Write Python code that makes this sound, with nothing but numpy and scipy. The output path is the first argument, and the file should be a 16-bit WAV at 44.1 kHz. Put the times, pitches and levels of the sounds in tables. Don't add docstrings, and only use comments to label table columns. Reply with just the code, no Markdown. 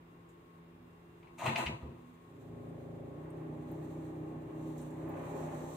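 import sys
import numpy as np
from scipy import signal
from scipy.fft import rfft, irfft, next_fast_len
from scipy.io import wavfile
from scipy.ndimage import uniform_filter1d

SR = 44100
rng = np.random.default_rng(int(sys.argv[2]) if len(sys.argv) > 2 else 0)


def volts(x):
    e = np.asarray(x, float) / 20
    return 10 ** e


def wav_out(sig):
    wavfile.write(sys.argv[1], SR, np.round(np.clip(np.atleast_2d(sig).T, -1, 1) * 32767).astype(np.int16))


N = 254408


def rms_one(x):
    return x / np.sqrt(np.mean(x ** 2) + 1e-20)


def in_time(rows, silent=-120):
    s, *columns = np.transpose(rows)
    return [np.interp(np.arange(N) / SR, s, c, left=silent) for c in columns]


def swell(s, db, rise_db_s, fall_db_s, bite_db=200):
    t = np.arange(N) / SR - s
    rise_db = abs(rise_db_s) * t
    before_db = rise_db + 20 * np.minimum(rise_db + bite_db, 0)
    return volts(db + np.where(t < 0, before_db, -abs(fall_db_s) * t))


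def drift(rate):
    r = np.exp(-80 * np.pi * rate / SR)
    slow = signal.lfilter([1], [1, -2 * r, r * r], rng.standard_normal(N // 40 + 2002))[2000:]
    return np.interp(np.arange(N) / 40, np.arange(len(slow)), rms_one(slow))


def tint(x, points):
    size = next_fast_len(N + SR // 4)
    hz = np.maximum(np.fft.rfftfreq(size, 1 / SR), 1)
    at, db = np.transpose(points)
    return irfft(rfft(x, size) * volts(np.interp(np.log(hz), np.log(at), db)), size)[..., :N]


def resonate(x, hz, width_hz):
    r = np.exp(-np.pi * max(width_hz, 1) / SR)
    poles = [1, -2 * r * np.cos(2 * np.pi * hz / SR), r * r]
    return signal.lfilter([(1 - r * r) / 2, 0, (r * r - 1) / 2], poles, x + 1e-18)


def body(x, modes):
    rings = ((-1) ** k * volts(db) * resonate(x, hz, width) for k, (hz, width, db) in enumerate(modes))
    return rms_one(sum(rings))


def add(out, s, sound):
    i = round(s * SR)
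    out[..., i:i + sound.shape[-1]] += sound


# frequency in Hz, side level over middle level in dB.
WIDTH = [(60, -26), (150, -20.5), (380, -7), (950, 2), (2380, 0.5), (5980, 2.5), (15000, 1)]


def spread(x, t60, side_db=0):
    t = np.arange(SR // 2) / SR
    tail = rng.standard_normal(len(t)) * volts(-60 * t / t60)
    echo = signal.fftconvolve(x, tail / np.linalg.norm(tail))[:N]
    side = volts(side_db) * tint(echo, WIDTH)
    return np.array([x + side, x - side])


# frequency in Hz, level in dB per Hz.
AIR = [(15, -43), (25, -9), (97, -7.5), (119, -3), (146, -7.5), (167, -4.5), (189, -15), (209, -14),
       (248, -14.5), (290, -5.5), (350, -7), (468, -13), (659, -19), (1080, -18.5), (1500, -30),
       (1950, -36), (3300, -120)]
# frequency in Hz, level in dB per Hz.
FAR_HISS = [(880, -18.5), (1500, -8), (1950, -4), (2380, -3), (2860, -10.5), (2980, -9), (3590, -10),
            (4280, -20), (5150, -19), (6270, -29), (15600, -21)]
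# pitch in Hz, level in dB, waver in dB.
DRONE = [(95.8, -79.5, 5.5), (169.1, -63, -1.5), (247.8, -70, 4), (344, -68, 3.5), (425.4, -74.5, 1.5),
         (1086, -81.5, 6), (2760, -88, -2.5)]


def kitchen():
    air_db, hiss_db = -61, -73
    mid, side = rng.standard_normal((2, N))
    side = tint(side, WIDTH)
    white = np.array([mid + side, mid - side])
    air = volts(air_db) * rms_one(tint(white, AIR))
    air += volts(hiss_db) * rms_one(tint(white, FAR_HISS))
    t = np.arange(N) / SR
    drone = np.zeros(N)
    for hz, db, waver_db in DRONE:
        level = volts(db + 3.5 + waver_db * drift(3.2))
        drone += level * np.sin(2 * np.pi * hz * t + 0.27 * waver_db * drift(0.79))
    return air + spread(drone, t60=0.41)


# frequency in Hz, level in dB per Hz.
CLOTH = [(1760, -37), (3000, -7.5), (4040, -3.5), (4700, -13.5), (5070, -28), (6020, -8.5), (6860, -6),
         (7560, -6.5), (9040, -7.5), (12400, -17), (13500, -8.5), (14800, -7), (15600, -18)]
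# peak in seconds, level in dB, rise in dB per s, fall in dB per s.
RUBS = [
    (2.42, -78.5, 71, 68),
    (3.93, -74, 18, 20),
    (4.63, -72.5, 84, 9),
    (4.8, -68, 125, 72),
    (5.1, -79, 1.5, 8),
    (5.44, -66.5, 28.5, 75.5),
    (5.77, -65.5, 16, 7),
]
# start in seconds, peak in dB, pitch in Hz, left over right in dB,
# seconds to fall by 60 dB.
TICKS = [
    (0.288, -63.5, 7240, -11, 0.14),
    (2.6884, -70.5, 8450, 13.5, 0.087),
    (3.3034, -60, 8600, -5.5, 0.054),
    (3.715, -55, 14100, 9, 0.036),
    (4.78, -52.5, 7000, -11, 0.064),
    (4.815, -55, 8800, 12, 0.1),
    (4.9057, -59, 7300, -6, 0.11),
    (5.087, -62.5, 14000, -20, 0.09),
]


def sleeves():
    level_db = 20 * np.log10(np.max([swell(*rub) for rub in RUBS], axis=0))
    white = rng.standard_normal((2, N))
    out = volts(level_db + 2.5 + 1.4 * drift(16)) * rms_one(tint(white, CLOTH))
    sheen = rms_one(resonate(white, 7500, 350) + 0.61 * resonate(white, 6060, 500))
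    out += volts(2 * level_db + 64.5) * sheen
    t = np.arange(SR // 8) / SR
    for s, db, hz, pan_db, t60 in TICKS:
        crack = np.diff(rng.standard_normal(len(t) + 1)) * volts(-60 * t / t60)
        tick = 0.5 * resonate(crack, hz, 4500) + 1.34 * resonate(resonate(crack, hz, 1200), hz, 1200)
        sides = volts(np.array([[pan_db / 2], [-pan_db / 2]]))
        add(out, s, volts(db - 2.5) * tick * sides)
    return out


# pitch in Hz, width in Hz, level in dB.
DOOR = [(510, 180, -13), (671, 46, 1.5), (800, 22, -2.5), (863, 33, -0.5), (985, 40, 4), (1097, 24, -1.5),
        (1230, 40, -3), (1584, 38, -24)]
# frequency in Hz, level in dB per Hz.
DRAG_RASP = [(880, -45), (1500, -4.5), (1680, -7.5), (1970, -1.5), (2260, -8.5), (2330, -6), (2680, -1),
             (3090, -13), (3470, -12.5), (4090, -12.5), (5100, -33.5), (6630, -62), (11200, -120)]
DRAG_HISS = [(3060, -34), (5200, -21), (5940, -3.5), (6950, 0.5), (8540, -2), (9580, -7), (11100, -13.5),
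             (14200, -9), (15600, -20)]
DRAG_RUMBLE = [(21, -47), (35, -39), (60, -21), (130, 6), (188, -11), (225, 1.5), (296, -11.5), (339, -0.5),
               (470, -14.5), (520, -6.5), (680, -50), (1140, -120)]
# peak in seconds, level in dB, rise in dB per s, fall in dB per s, dullness in dB.
STROKES = [
    (1.24, -64, 413, 65, 11),
    (1.388, -64.5, 1500, 111, -9.5),
    (1.428, -53, 800, 31.5, 4.5),
    (1.47, -38.5, 260, 133, 10),
    (1.463, -52, 900, 139, -4),
    (1.561, -42, 2497, 117, 16),
    (1.585, -56.5, 698, 119, -9.5),
    (1.674, -38, 2500, 200, 21.5),
    (1.814, -43, 2998, 85, 36),
]
# level in dB, share of the dullness lost, share of the fall rate,
# lag in seconds.
LAYERS = [
    (13, 0.81, 1.3, 0),
    (3.5, 1.14, 1.32, 0.0067),
    (0.4, 0.039, 1.14, 0.021),
    (-10, 1.67, 1.59, 0),
]
# start in seconds, peak in dB, pitch in Hz.
KNOCKS = [
    (1.229, -57.5, 2410),
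    (1.272, -57, 2250),
    (1.383, -48, 2580),
    (1.463, -32, 2740),
    (1.496, -36.5, 2460),
    (1.5579, -25.5, 2560),
    (1.6625, -29.5, 2540),
]
# start in seconds, peak in dB, pitch in Hz.
THUDS = [
    (1.462, -33, 131),
    (1.656, -30, 74),
    (1.673, -30, 151),
    (1.813, -54, 247),
    (1.825, -30, 73.6),
]
# frequency in Hz, left over right in dB.
DOOR_LEAN = [(60, -1.5), (150, 1), (380, 1.5), (950, -1.5), (2380, 3), (5980, -6), (15000, -4.5)]


def door():
    slips_per_s, grain_db = 2500, 3.0
    bite_db = 19.5
    gains = []
    for layer_db, lost, share, lag_s in LAYERS:
        strokes = (swell(s + lag_s, db + layer_db - lost * dull_db, rise, share * fall, bite_db)
                   for s, db, rise, fall, dull_db in STROKES)
        gains.append(sum(strokes))
    panel, rasp, rumble, hiss = gains

    sizes = volts(grain_db * np.minimum(rng.exponential(1, (2, N)), 3)) * rng.standard_normal((2, N))
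    slips = (rng.random((2, N)) < slips_per_s / SR) * sizes
    gritty = slips[1] + .5 * rng.standard_normal(N)
    out = panel * volts(-6.0) * body(slips[0], DOOR)
    out += rasp * volts(-2.5) * rms_one(tint(gritty, DRAG_RASP))
    out += hiss * volts(-1.9) * rms_one(tint(gritty, DRAG_HISS))
    out += rumble * volts(-2.0) * rms_one(tint(rng.standard_normal(N), DRAG_RUMBLE))

    t = np.arange(SR // 4) / SR
    for s, db, hz in KNOCKS:
        burst = rng.standard_normal(len(t)) * np.exp(-t / 0.012)
        ring = resonate(burst, hz, 190)
        ring += 0.88 * resonate(burst, 0.893 * hz, 230) + 0.037 * resonate(burst, 1.4 * hz, 380)
        ring = resonate(ring, hz, 2500)
        add(out, s, volts(db + 0.5) * ring / np.abs(ring).max())
    for s, db, hz in THUDS:
        ring = np.sin(2 * np.pi * hz * t) + 0.18 * np.sin(2 * np.pi * 1.5 * hz * t)
        onset = 1 - np.exp(-t / 0.0016)
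        add(out, s, volts(db - 8.0 - 60 * t / 0.28) * ring * onset)

    left, right = spread(out, t60=.25, side_db=-2.5)
    lean = np.array(DOOR_LEAN) * [1, .5]
    return np.array([tint(left, lean), tint(right, lean * [1, -1])])


def scatter(x, gain):
    size = next_fast_len(N + SR)
    z = np.exp(-2j * np.pi * np.fft.rfftfreq(size))
    for lag in (131, 293, 557):
        x = irfft(rfft(x, size) * (z ** lag - gain) / (1 - gain * z ** lag), size)[:N]
    return x


def evened(x, low_hz, high_hz):
    x = signal.sosfilt(signal.butter(2, [low_hz, high_hz], "band", fs=SR, output="sos"), x)
    return x / np.sqrt(uniform_filter1d(x ** 2, size=SR // 6) + 1e-4)


# time in seconds, turns per second.
SPEED = [(2.2, 28.2), (2.43, 27.3), (3.05, 27.5), (3.14, 30.3), (3.21, 32.1), (3.32, 32.1), (3.49, 30.4),
         (3.65, 31.5), (4.17, 31.35), (4.3, 30.85), (4.42, 31.65), (4.6, 31.4), (4.76, 30.6), (4.9, 31.55),
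         (5.11, 32.1), (5.21, 31.6), (5.56, 30.9), (5.77, 31.9)]
# time in seconds, level in dB.
EFFORT = [(2.25, -56.5), (2.3, -56.5), (2.52, -50.5), (3.33, -48), (3.39, -45.5), (3.62, -47.5),
          (3.69, -45.5), (4.08, -47), (4.29, -46), (4.37, -48), (4.66, -45.5), (4.88, -46.5), (5.03, -44),
          (5.29, -43.5), (5.31, -41.5), (5.53, -43), (5.74, -47.5), (5.77, -51)]
# reached at in seconds, then base, hum, buzz and rattle in dB over the loudness.
STATES = [
    (2.3, -1.5, -3, -13, -18.5),
    (2.78, -0.5, -1.5, -7, -17.5),
    (3.25, -1, -2.5, -11, -15),
    (5.1, -4, -3.5, -7, -9.5),
]
STATE_NOISE = (.25, .08, .33, .5)
# pitch in Hz, width in Hz, level in dB.
BASE_MODES = [(65.3, 46, -5.5), (99.4, 33, 2), (112.6, 13.2, 5), (128, 9.8, 3), (154.7, 13, 9),
              (187.8, 5.5, -5)]
HUM_MODES = [(245.2, 7.3, 6.5), (286.6, 24, 0), (297, 9.1, -34), (322.3, 6, -2.5), (345.6, 17, 2.5),
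             (384, 9, -37), (387.4, 6, 5.5), (415, 18, 3), (433, 14, -1.5)]
BUZZ_MODES = [(453, 26, -2.5), (538, 41, 2.5), (586, 36, 3), (618.6, 42, -0.5), (676, 18, -5),
              (712, 29, -4.5)]
RATTLE_MODES = [(794, 25.7, 5), (884.5, 25, 1.5), (950, 130, -6), (1111, 153, -9), (1207, 32, -6),
                (1365, 680, -18.5), (1850, 300, -14.5), (2360, 520, -18), (2650, 920, -21.5)]
EDGES_HZ = (45, 205, 450, 750, 3300)
SWELL_SHARE = (1.8, 1.8, 0.97, 0.71)
# peak in seconds, level in dB, rise in dB per s,
# fall in dB per s.
SINGING = [
    (3.42, -50, 31, 200),
    (3.82, -46.5, 42, 35),
    (4.26, -46, 8, 200),
    (4.66, -43, 31, 200.5),
    (5.03, -45, 36, 95),
]


def motor():
    uneven_db, change_s = 4.0, 0.17
    speed, = in_time(SPEED, silent=0)
    states = np.column_stack([STATES, STATE_NOISE])
    held = [(after[0] - change_s, *now[1:]) for now, after in zip(states[1:], states[2:])]
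    *colour_db, load = in_time(sorted([(0, *states[0, 1:]), *map(tuple, states), *held]))

    turns = np.cumsum(speed) / SR
    beats = np.diff(np.floor(turns), prepend=0) * volts(uneven_db * load * rng.standard_normal(N))
    puff = load * rng.standard_normal(N) * (.6 + np.exp(-3.0 * (turns % 1))) / 30

    level_db, = in_time(EFFORT, silent=EFFORT[0][1])
    quick_db = level_db - uniform_filter1d(level_db, size=SR // 2, mode="nearest")
    levels_db = level_db + np.array(colour_db) + np.outer(np.array(SWELL_SHARE) - 1, quick_db)

    singing = np.max([swell(*row) for row in SINGING], axis=0) * volts(3.0 + 1.0 * drift(15))
    out = singing * np.sin(20 * np.pi * turns + 2.14 + 1.13 * drift(2.9))
    groups = (BASE_MODES, HUM_MODES, BUZZ_MODES, RATTLE_MODES)
    blurs = (1.2, 1.3, 2.2, 4)
    for db, modes, blur, low, high in zip(levels_db, groups, blurs, EDGES_HZ, EDGES_HZ[1:]):
        out += volts(db) * evened(body(beats + blur * puff, modes), low, high)
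    running = np.clip((np.arange(N) / SR - SPEED[0][0]) * 10, 0, 1)
    return scatter(running * out, gain=.4)


def scene():
    return kitchen() + sleeves() + door() + spread(motor(), t60=.5)


def band_limit(x):
    return signal.sosfilt(signal.butter(12, 15740, fs=SR, output="sos"), x)


def record(dry):
    x = signal.sosfilt(signal.butter(4, 42, "high", fs=SR, output="sos"), dry)
    x = signal.sosfilt(signal.cheby2(20, 45, 15950, fs=SR, output="sos"), x)
    return band_limit(x)


dry = scene()
out = record(dry)
wav_out(out)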